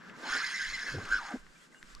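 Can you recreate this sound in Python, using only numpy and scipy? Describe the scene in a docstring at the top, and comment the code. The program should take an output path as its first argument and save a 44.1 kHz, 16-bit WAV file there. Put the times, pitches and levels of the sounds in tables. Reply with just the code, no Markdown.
"""River hiss, lapping and wind on two microphone ports lie under the whole scene, as shaped noise; line scrapes.
After a tick and a faint note a fish pulls line: the drag clicker whirs up as a tone at the click rate, wavers,
stalls, runs again with a throb and winds down, while random hits ring the resonances of spool and rod.
The rod butt bumps, as short windowed tones, during the run. Small ticks, as filtered snaps, and a drip and
far birds, as gliding tones, are left when the reel has stopped."""
import sys
import numpy as np
from scipy import signal
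from scipy.fft import rfft, irfft, next_fast_len
from scipy.io import wavfile
from scipy.ndimage import uniform_filter1d, map_coordinates

SR = 44100
rng = np.random.default_rng(int(sys.argv[2]) if len(sys.argv) > 2 else 0)


def linear_from_db(decibels):
    """Turn decibels (scalar or array-like) into linear amplitude factors; 0 gives 1."""
    return 10 ** (np.asarray(decibels, float) / 20)


def transcribe(signal):
    """Save signal, clipped to [-1, 1], as a 16-bit WAV file at the path in sys.argv[1]."""
    frames = np.atleast_2d(signal).T
    limited = np.clip(frames, -1, 1)
    pcm = np.round(limited * 32767).astype(np.int16)
    wavfile.write(sys.argv[1], SR, pcm)


N = 88200

# Spectrum of the river hiss. Each row: frequency in Hz, relative density in dB.
RIVER_SPECTRUM = [(500, -58), (900, -11), (1400, 0), (2300, -7.5), (3200, -10.5), (5700, -12.5),
                  (6800, -18), (7500, -14.5), (8300, -27), (10500, -26.5), (12500, -30), (15300, -57)]
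# Course of the river hiss. Each row: time in seconds, level in dB.
RIVER_LEVEL = [(0, -64), (.09, -58.5), (.13, -65.5), (.2, -54), (1.36, -58.5), (1.42, -65.5), (1.47, -62.5),
               (1.65, -62), (1.69, -69), (1.73, -64.5), (1.9, -58.5), (2, -63.5)]
# Likeness of left and right in river and lapping. Each row: frequency in Hz, correlation from -1 to 1.
WATER_LIKENESS = [(60, 0.73), (150, 0.44), (380, 0.46), (950, 0.079), (2380, 0.038), (5980, 0.88),
                  (15000, 0.22)]
# Spectrum of a fine far fizz, also used for the sizzle. Each row: frequency in Hz, relative density in dB.
FIZZ_SPECTRUM = [(4500, -60), (6500, 0.5), (7600, 0.5), (8800, -4), (10300, -11), (11200, -16),
                 (12200, -13), (13500, -24), (15400, -49)]
# Course of the fizz. Each row: time in seconds, level in dB.
FIZZ_LEVEL = [(0, -101), (.2, -71), (1.39, -68.5), (1.43, -78), (1.64, -68.5), (1.7, -80), (1.73, -71.5),
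              (1.92, -71.5), (1.96, -78)]
# Spectrum of water at the hull. Each row: frequency in Hz, relative density in dB.
LAPPING_SPECTRUM = [(41, -56), (70, -37), (113, -16), (172, 2), (204, -3.5), (242, -4), (440, -11),
                    (900, -16), (1170, -32), (1980, -120)]
# Course of the lapping. Each row: time in seconds, level in dB.
LAPPING_LEVEL = [(0, -57.5), (.1, -53), (.25, -59.5), (.5, -63), (.85, -61.5), (1.05, -54.5), (1.2, -61.5),
                 (1.4, -63.5), (1.6, -67.5), (1.72, -62), (1.85, -65), (2, -63)]
# Spectrum of the wind rumble. Each row: frequency in Hz, relative density in dB.
WIND_SPECTRUM = [(10, -6), (28, -9.5), (42, -8.5), (58, -45), (75, -70), (90, -120)]
# Course of the wind, mean of the two ports. Each row: time in seconds, level in dB.
WIND_LEVEL = [(0.0, -84), (0.27, -70), (0.31, -57.5), (0.56, -71.5), (0.7, -45.5), (0.87, -67), (0.9, -49),
              (1.01, -58), (1.13, -45), (1.33, -73), (1.37, -55), (1.77, -83), (1.84, -60.5), (1.89, -62),
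              (1.95, -53), (2.0, -49.5)]

# Line scraping the rod rings. Each row: time in seconds, level in dB.
SCRAPE_LEVEL = [(0, -53), (.2, -53.5), (.3, -36.5), (.6, -50.5), (.93, -48.5), (.97, -46.5), (1.04, -47.5),
                (1.1, -48), (1.2, -47), (1.24, -45.5), (1.32, -43.5), (1.38, -59), (1.5, -70.5), (1.7, -71),
                (1.76, -64.5), (2, -68.5)]
# Spectrum of the scrape ahead of the resonances. Each row: frequency in Hz, relative density in dB.
SCRAPE_SPECTRUM = [(300, -83), (700, -11), (1100, 3.5), (1550, 1), (1900, -3), (2400, -8), (3500, -12),
                   (9000, -78)]
# Resonances of spool and rod. Each row: centre in Hz, width in Hz, relative peak in dB.
REEL_MODES = [(1200, 23, -9.5), (1435, 52, -0.5), (1554, 30, 3.5), (1711, 59, 2), (1894, 110, -9),
              (2050, 65, 1)]

# Ticks of tackle. Each row: start in seconds, peak in dB, centre in Hz, width over centre, left over right in dB.
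TICKS = [(.097, -43, 2000, 0.38, 5), (.812, -55, 11500, .35, 2), (.907, -55, 11000, .4, 2),
         (1.038, -46, 4500, 0.43, 0), (1.053, -38.5, 2400, 0.27, 0), (1.054, -45, 7500, 0.5, 6),
         (1.091, -41.5, 5770, 0.72, 8), (1.123, -55, 9000, 0.33, 7), (1.146, -55, 9000, .4, 5),
         (1.307, -51, 7700, 0.25, 2), (1.466, -44, 1520, 0.92, 4), (1.58, -54, 6550, 0.34, 0),
         (1.746, -44.5, 1760, 0.45, -4), (1.828, -37.5, 1690, 0.4, 3), (1.828, -42.5, 4240, 0.71, 3),
         (1.828, -69, 12000, 0.18, 2), (1.949, -47.5, 1330, 0.64, 2), (1.95, -37, 4850, 0.49, 3.5),
         (1.95, -48, 7100, 0.24, 9), (1.95, -64, 11900, 0.18, 5), (1.981, -53, 4200, .8, 0)]
TICK_T60_S = 0.0085  # decay of the driving snap by 60 dB
# Far birds and a drip. Each row: start in seconds, length in seconds, first Hz, last Hz, peak in dB.
NOTES = [(0.136, 0.016, 950, 1080, -53), (1.502, 0.045, 4540, 4850, -71), (1.555, 0.019, 2340, 2400, -60.5),
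         (1.6, 0.058, 3100, 3450, -67.5), (1.724, 0.0089, 1960, 2050, -57), (1.745, 0.055, 2840, 2870, -63),
         (1.78, 0.034, 7400, 7500, -65), (1.843, 0.031, 2580, 3300, -71), (1.895, .04, 7400, 7500, -64),
         (1.9, 0.042, 3600, 3830, -71), (1.958, 0.023, 1073, 1246, -54.5)]
BLUR_SCALE_HZ = 60000  # last pitch at which a note's phase drifts by one radian (rms) a sample

# The run of the reel. Each row: time in seconds, clicks per second, then levels in dB of the whine ahead of
# throb and resonance, of the rattle and of the low rasp.
RUN = [(0.16, 443.8, -52, -28, -59), (0.18, 535, -45, -69, -44), (0.238, 733.4, -38.5, -54.5, -52.5),
       (0.26, 978.4, -33.5, -47, -52.5), (0.3, 1180, -32, -41.5, -51), (0.318, 1299, -36, -38, -61),
       (0.328, 1600, -30.5, -38, -50.5), (0.36, 1650, -34, -38, -48.5), (0.39, 1773, -31.5, -39.5, -53),
       (0.418, 1533, -37, -41, -55.5), (0.45, 2000, -29.5, -42, -91), (0.494, 1975, -35, -42.5, -67),
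       (0.522, 1704, -36, -41.5, -68), (0.542, 1901, -31.5, -42.5, -69), (0.576, 1867, -36.5, -42, -92),
       (0.608, 1578, -29, -42.5, -60), (0.646, 1865, -32.5, -41, -89), (0.678, 1733, -36, -44.5, -85),
       (0.698, 2113, -37.5, -39.5, -86), (0.718, 1744, -36, -46, -61), (0.746, 2050, -41, -43, -80),
       (0.77, 1786, -40, -46.5, -85), (0.792, 1950, -32, -47, -64), (0.818, 1701, -35, -46.5, -64),
       (0.85, 2002, -34, -44.5, -55.5), (0.878, 1700, -32, -43, -54), (0.94, 1538, -42.5, -47.5, -60),
       (0.998, 1557, -52, -54.5, -54), (1.082, 1361, -36, -53.5, -57.5), (1.126, 1508, -24.5, -43.5, -53),
       (1.164, 1558, -27, -44.5, -58.5), (1.23, 784, -33, -55.5, -66), (1.272, 973.5, -36.5, -50.5, -66),
       (1.316, 715, -29.5, -56.5, -55), (1.358, 644, -62, -63.5, -41.5), (1.4, 714, -65, -57, -81)]
# Evenness of the clicks. Each row: time in seconds, regular share from 0 to 1.
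REGULAR_SHARE = [(.2, .35), (.42, .4), (.46, .52), (.95, .5), (1.1, .75), (1.18, .72), (1.22, .6),
                 (1.4, .62)]
# Throb of the whine. In order: start in seconds, end in seconds, rate in Hz, depth from 0 to 1.
THROB = (1.108, 1.174, 106, .85)
WANDER_HZ, WANDER_RATE_HZ = 61.4, 140  # spread of the click rate and rate of its changes
BLUR_HZ = 285  # bandwidth of the irregular part of the clicks
OVERTONE_DB, RING_SHARE = -17, .8  # second partial over first; part of the whine passing through the modes
# Spectrum of the low rasp. Each row: frequency in Hz, relative density in dB.
RASP_SPECTRUM = [(90, -84), (160, -40), (250, 7.5), (400, 3), (700, 0.5), (950, -7.5), (1300, -54)]
# Resonances of the metal spool. Each row: centre in Hz, width in Hz, relative peak in dB.
SPOOL_MODES = [(2570, 72, -1.5), (2930, 100, -3.5), (3290, 170, -3), (4160, 63, 1.5), (5080, 118, -2),
               (5410, 150, -2.5), (6320, 165, -7), (6830, 220, -7), (7670, 76, -16.5), (8750, 200, -18),
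               (10110, 310, -17.5), (11700, 400, -25)]
# Spectrum of the rattle between the modes. Each row: frequency in Hz, relative density in dB.
SPOOL_BED = [(1290, -15), (2200, 3), (2740, -14), (3890, -6.5), (4190, -1), (6890, -17.5), (10300, -49),
             (15400, -78)]
SPOOL_TOP_HZ, BED_DB = 10160, -2  # roll-off of the modes; bed relative to the modes together
HITS_HZ, HIT_SCATTER_DB = 9000, 2.5  # mean hits per second and scatter of their size
SWELL_DB, SWELL_RATE_HZ = 2.5, 30  # each spool mode swells on its own
DRIFT_S, DRIFT_RATE_HZ = .0002, 18  # wandering delay that bends each mode's pitch as the spool wobbles
SIZZLE_DB = -21.5  # sparse bright clicks relative to the rattle
# Brief singing of the spool. Each row: start in seconds, length in seconds, first Hz, last Hz, peak in dB.
SINGS = [(.322, 0.049, 1796, 1780, -34.5), (.323, 0.048, 1430, 1435, -34), (.37, 0.014, 1930, 1890, -34),
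         (.41, 0.021, 1410, 1330, -35), (.43, 0.036, 2080, 2037, -33.5), (.44, 0.025, 1730, 1705, -41),
         (.532, 0.08, 2050, 2016, -38), (.638, .03, 2110, 2050, -40.5), (.68, 0.024, 2100, 2062, -39),
         (.73, 0.036, 2082, 2050, -34.5), (.782, 0.0065, 2000, 2020, -33), (.862, 0.033, 1698, 1722, -34.5),
         (.93, 0.0075, 1546, 1540, -36.5)]

# Bumps of the rod butt. Each row: start in seconds, length in seconds, pitch in Hz, peak of that partial in dB,
# upper partial in Hz, upper partial relative to the first in dB.
BUMPS = [(0.912, 0.048, 144, -47.5, 304, -18), (0.934, 0.045, 140, -36, 326.4, -3),
         (0.936, 0.029, 492, -44, 396, -14), (0.957, 0.059, 96.4, -35, 384.3, -6),
         (0.979, 0.021, 767, -45.5, 618, -2), (0.99, 0.016, 196, -43, 416, -24),
         (1.025, 0.033, 101, -47, 196, -10), (1.336, 0.023, 247, -29, 418, -18.5),
         (1.363, 0.019, 235, -45, 424, -35)]
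BUMP_LEAN = 0.71  # under 1: rises faster than it dies
BUMP_ROUGH = 0.12  # radians a sample scaling smoothed noise that drifts the upper partial's phase

# Place of reel and notes. Each row: time in seconds, left over right in dB.
PAN = [(0, 2.5), (.2, 0), (.35, -2), (.9, 0), (1.1, 0), (2, 2.5)]
# Phase between the ports. Each row: frequency in Hz, lead of the left in radians.
LEFT_LEAD = [(0, -0.37), (1550, -0.25), (2240, -0.74), (2930, -1.05), (5510, -0.25), (7670, -0.16),
             (8350, -0.023), (11500, 0.17), (15200, -0.1)]
RATTLE_PAN_DB = -1  # added to PAN for the rattle
WIDTH_DB, RATTLE_WIDTH_DB = -20, -11  # reflections relative to the direct sound
TOP_HZ = 15600


def unit(x):
    """Normalisation to an rms value of 1."""
    return x / np.sqrt(np.mean(x ** 2) + 1e-20)


def along(points, hz):
    """Linear interpolation of (Hz, value) points on a logarithmic frequency axis."""
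    f, v = np.transpose(points)
    return np.interp(np.log(hz + 1), np.log(f + 1), v)


def curves(rows):
    """Linear interpolation in time: one value per sample for each column after the time."""
    seconds, *columns = np.transpose(rows)
    return [np.interp(np.arange(N) / SR, seconds, column) for column in columns]


def wobble(rate_hz):
    """A smooth random curve: spline interpolation through independent normal values."""
    return map_coordinates(rng.standard_normal(N // 50), [np.arange(N) * min(rate_hz, 800) / SR])


def filtered(x, response):
    """Linear filtering: the spectrum of x times a complex response of frequency."""
    m = next_fast_len(N + SR // 2)
    return irfft(rfft(x, m) * response(np.fft.rfftfreq(m, 1 / SR)), m)[..., :N]


def modes(table):
    """Modal superposition: causal second-order resonances with alternating signs."""
    def response(f):
        total = 0
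        for k, (centre, width, db) in enumerate(table):
            total = total + (-1) ** k * linear_from_db(db) * 1j * f * width / (centre ** 2 - f ** 2 + 1j * f * width)
        return total
    return response


def drifting(x):
    """Doppler principle: a slowly wandering delay makes the pitch of x waver."""
    delay = DRIFT_S * SR * wobble(DRIFT_RATE_HZ)
    return map_coordinates(x, [np.arange(N) + delay], mode="nearest")


def grains(rate_hz, scatter_db):
    """Shot noise: randomly timed impulses of uneven size."""
    present = rng.random(N) < rate_hz / SR
    return present * rng.standard_normal(N) * linear_from_db(scatter_db * rng.standard_normal(N))


def rush(spectrum, likeness):
    """Partially coherent noise: mid and side are shared out to give the wanted correlation; rms 1."""
    def response(hz):
        angle = np.arccos(np.clip(along(likeness, hz), -1, 1)) / 2
        return linear_from_db(along(spectrum, hz)) * [np.cos(angle), np.sin(angle)]
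    mid, side = filtered(rng.standard_normal((2, N)), response)
    return unit(np.array([mid + side, mid - side]))


def placed(x, pan_db, width_db):
    """Two-port reception: level and phase differ, and short reflections differ on each side."""
    pair = filtered(x, lambda f: np.exp(1j * np.outer([.5, -.5], along(LEFT_LEAD, f))))
    echo = rng.standard_normal((2, 900)) * linear_from_db(-60 * np.arange(900) / 900)
    echo = echo / np.linalg.norm(echo[0])
    pair = pair + linear_from_db(width_db) * signal.fftconvolve(x[None], echo, axes=1)[:, :N]
    return pair * linear_from_db(np.array([[.5], [-.5]]) * pan_db)


def river():
    """Broadband flow noise: a hiss with a fine far fizz above it."""
    level_db, = curves(RIVER_LEVEL)
    fizz_db, = curves(FIZZ_LEVEL)
    hiss = rush(RIVER_SPECTRUM, WATER_LIKENESS) * linear_from_db(level_db + wobble(9.93))
    return hiss + rush(FIZZ_SPECTRUM, [(8000, 0.91)]) * linear_from_db(fizz_db)


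def lapping():
    """Low-band flow noise: water at the hull, slowly varying in level."""
    level_db, = curves(LAPPING_LEVEL)
    return rush(LAPPING_SPECTRUM, WATER_LIKENESS) * linear_from_db(level_db + 0.74 * wobble(13.26))


def wind():
    """Turbulent pressure: a largely coherent rumble, stronger on the right port."""
    level_db, = curves(WIND_LEVEL)
    return rush(WIND_SPECTRUM, [(30, 0.76)]) * linear_from_db(level_db + [[-1.5], [1.5]])


def line_scrape():
    """Friction: irregular impulses of line on rod rings excite the resonances of spool and rod."""
    level_db, = curves(SCRAPE_LEVEL)
    scrape = filtered(grains(3000, 2.5),
                      lambda f: linear_from_db(along(SCRAPE_SPECTRUM, f)) * (0.31 + modes(REEL_MODES)(f)))
    return unit(scrape) * linear_from_db(level_db + 0.48 * wobble(40.8))


def ticks():
    """Impact excitation: a decaying snap drives one broad resonance."""
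    out, t = np.zeros((2, N + SR)), np.arange(SR // 20) / SR
    for start, db, hz, width, pan_db in TICKS:
        edges = [hz / (1 + width / 2), hz * (1 + width / 2)]
        band = signal.butter(2, edges, "band", fs=SR, output="sos")
        snap = (3 * (t == 0) + rng.standard_normal(len(t))) * linear_from_db(-60 * t / TICK_T60_S)
        tick = signal.sosfilt(band, snap)
        sides = linear_from_db(db + np.array([[.5], [-.5]]) * pan_db)
        out[:, round(start * SR):][:, :len(t)] += tick / abs(tick).max() * sides
    return out[:, :N]


def gliding_notes(table, edge):
    """Frequency modulation: short gliding tones blurred by phase drift; a smaller edge starts quicker."""
    out = np.zeros(N + SR)
    for start, length, first_hz, last_hz, db in table:
        u = np.linspace(0, 1, round(length * SR))
        glide = 2 * np.pi * np.cumsum(first_hz + (last_hz - first_hz) * u) / SR
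        blur = last_hz / BLUR_SCALE_HZ * np.cumsum(rng.standard_normal(len(u)))
        envelope = linear_from_db(db) * abs(np.sin(np.pi * u)) ** edge
        out[round(start * SR):][:len(u)] += envelope * np.sin(glide + blur)
    return out[:N]


def running():
    """Linear onset and release of the run, from 0 to 1."""
    t = np.arange(N) / SR
    return np.clip((t - RUN[0][0]) / 0.072, 0, 1) * np.clip((RUN[-1][0] - t) / 0.055, 0, 1)


def clicker_whine():
    """Periodic excitation: clicks fast enough to fuse into a tone, partly through spool and rod modes."""
    rate_hz, whine_db, _, _ = curves(RUN)
    t = np.arange(N) / SR
    turn = np.exp(2j * np.pi * np.cumsum(rate_hz + WANDER_HZ * wobble(WANDER_RATE_HZ)) / SR)
    slow = unit(filtered(rng.standard_normal((2, N)), lambda f: 1 / (1 + (f / BLUR_HZ) ** 4)))
    regular, = curves(REGULAR_SHARE)
    size = regular + (1 - regular) * (slow[0] + 1j * slow[1])
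    start, end, throb_hz, depth = THROB
    throb = 1 - depth * ((t > start) & (t < end)) * np.cos(2 * np.pi * throb_hz * (t - start))
    clicks = unit((size * (turn + linear_from_db(OVERTONE_DB) * turn ** 2)).real)
    clicks = clicks * linear_from_db(whine_db) * running() * throb
    whine = (1 - RING_SHARE) * clicks + RING_SHARE * filtered(clicks, modes(REEL_MODES))
    return filtered(whine, lambda f: 1 / (1 + (450 / (f + 1)) ** 4))  # high-pass


def low_rasp():
    """Shot noise in a low band: uneven impulses heard as a rasp during the run."""
    rasp_db = curves(RUN)[3]
    rasp = filtered(grains(2500, 4.7), lambda f: linear_from_db(along(RASP_SPECTRUM, f)))
    return unit(rasp) * linear_from_db(rasp_db) * running()


def spool_rattle():
    """Modal excitation: random hits ring each wavering spool mode, over a bed between the modes."""
    rattle_db = curves(RUN)[2]
    hits = grains(HITS_HZ, HIT_SCATTER_DB)
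    ring = 0
    for mode in SPOOL_MODES:
        tone = filtered(hits, lambda f: modes([mode])(f) * (f > 1500) / (1 + (f / SPOOL_TOP_HZ) ** 6))
        ring = ring + drifting(tone) * linear_from_db(SWELL_DB * wobble(SWELL_RATE_HZ))
    # the leading point holds the bed's response at -61 dB below 1500 Hz
    bed = filtered(hits, lambda f: linear_from_db(along([(1500, -61), *SPOOL_BED], f)))
    rattle = unit(unit(ring) + linear_from_db(BED_DB) * unit(bed))
    return rattle * linear_from_db(rattle_db + 0.3 * wobble(61.7)) * running()


def sizzle():
    """Independent shot noise on each side: sparse bright clicks that follow the rattle's level."""
    rattle_db = curves(RUN)[2]
    sparks = np.array([grains(2500, 4), grains(2500, 4)])
    # the fizz spectrum tilted up by about 3.2 dB an octave
    bright = filtered(sparks, lambda f: linear_from_db(along(FIZZ_SPECTRUM, f) + 3.2 * np.log2(f / 8000 + .01)))
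    return unit(bright) * linear_from_db(rattle_db + SIZZLE_DB + [[1.5], [-1.5]]) * running()


def butt_bumps():
    """Damped impact: two low partials under one lopsided window give dull soft knocks."""
    out = np.zeros(N + SR)
    for start, length, hz, db, upper_hz, upper_db in BUMPS:
        t = np.arange(round(length * SR)) / SR
        noise = uniform_filter1d(rng.standard_normal(len(t)), size=40)
        upper = np.sin(2 * np.pi * upper_hz * t + BUMP_ROUGH * np.cumsum(noise))
        tone = np.sin(2 * np.pi * hz * t) + linear_from_db(upper_db) * upper
        window = np.sin(np.pi * (t / length) ** BUMP_LEAN) ** 2
        out[round(start * SR):][:len(t)] += tone * linear_from_db(db) * window
    return out[:N]


def scene():
    """Superposition: the sounds of water, wind, reel and small events add at the two ports."""
    pan_db, = curves(PAN)
    air = river() + lapping() + wind()
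    body = line_scrape() + gliding_notes(NOTES, 0.33)
    body = body + clicker_whine() + low_rasp() + gliding_notes(SINGS, 0.37)
    near = placed(body, pan_db, WIDTH_DB)
    rattle = placed(spool_rattle(), pan_db + RATTLE_PAN_DB, RATTLE_WIDTH_DB)
    return air + ticks() + near + rattle + sizzle() + butt_bumps()


def low_pass(x):
    """Removes everything above the highest recorded frequency."""
    return signal.sosfilt(signal.butter(12, 15600, fs=SR, output="sos"), x)


def record(dry):
    """Band limitation: nothing at or above TOP_HZ passes into the finished mix."""
    mix = filtered(dry, lambda hz: hz < TOP_HZ)
    return low_pass(mix)


dry = scene()
out = record(dry)
transcribe(out)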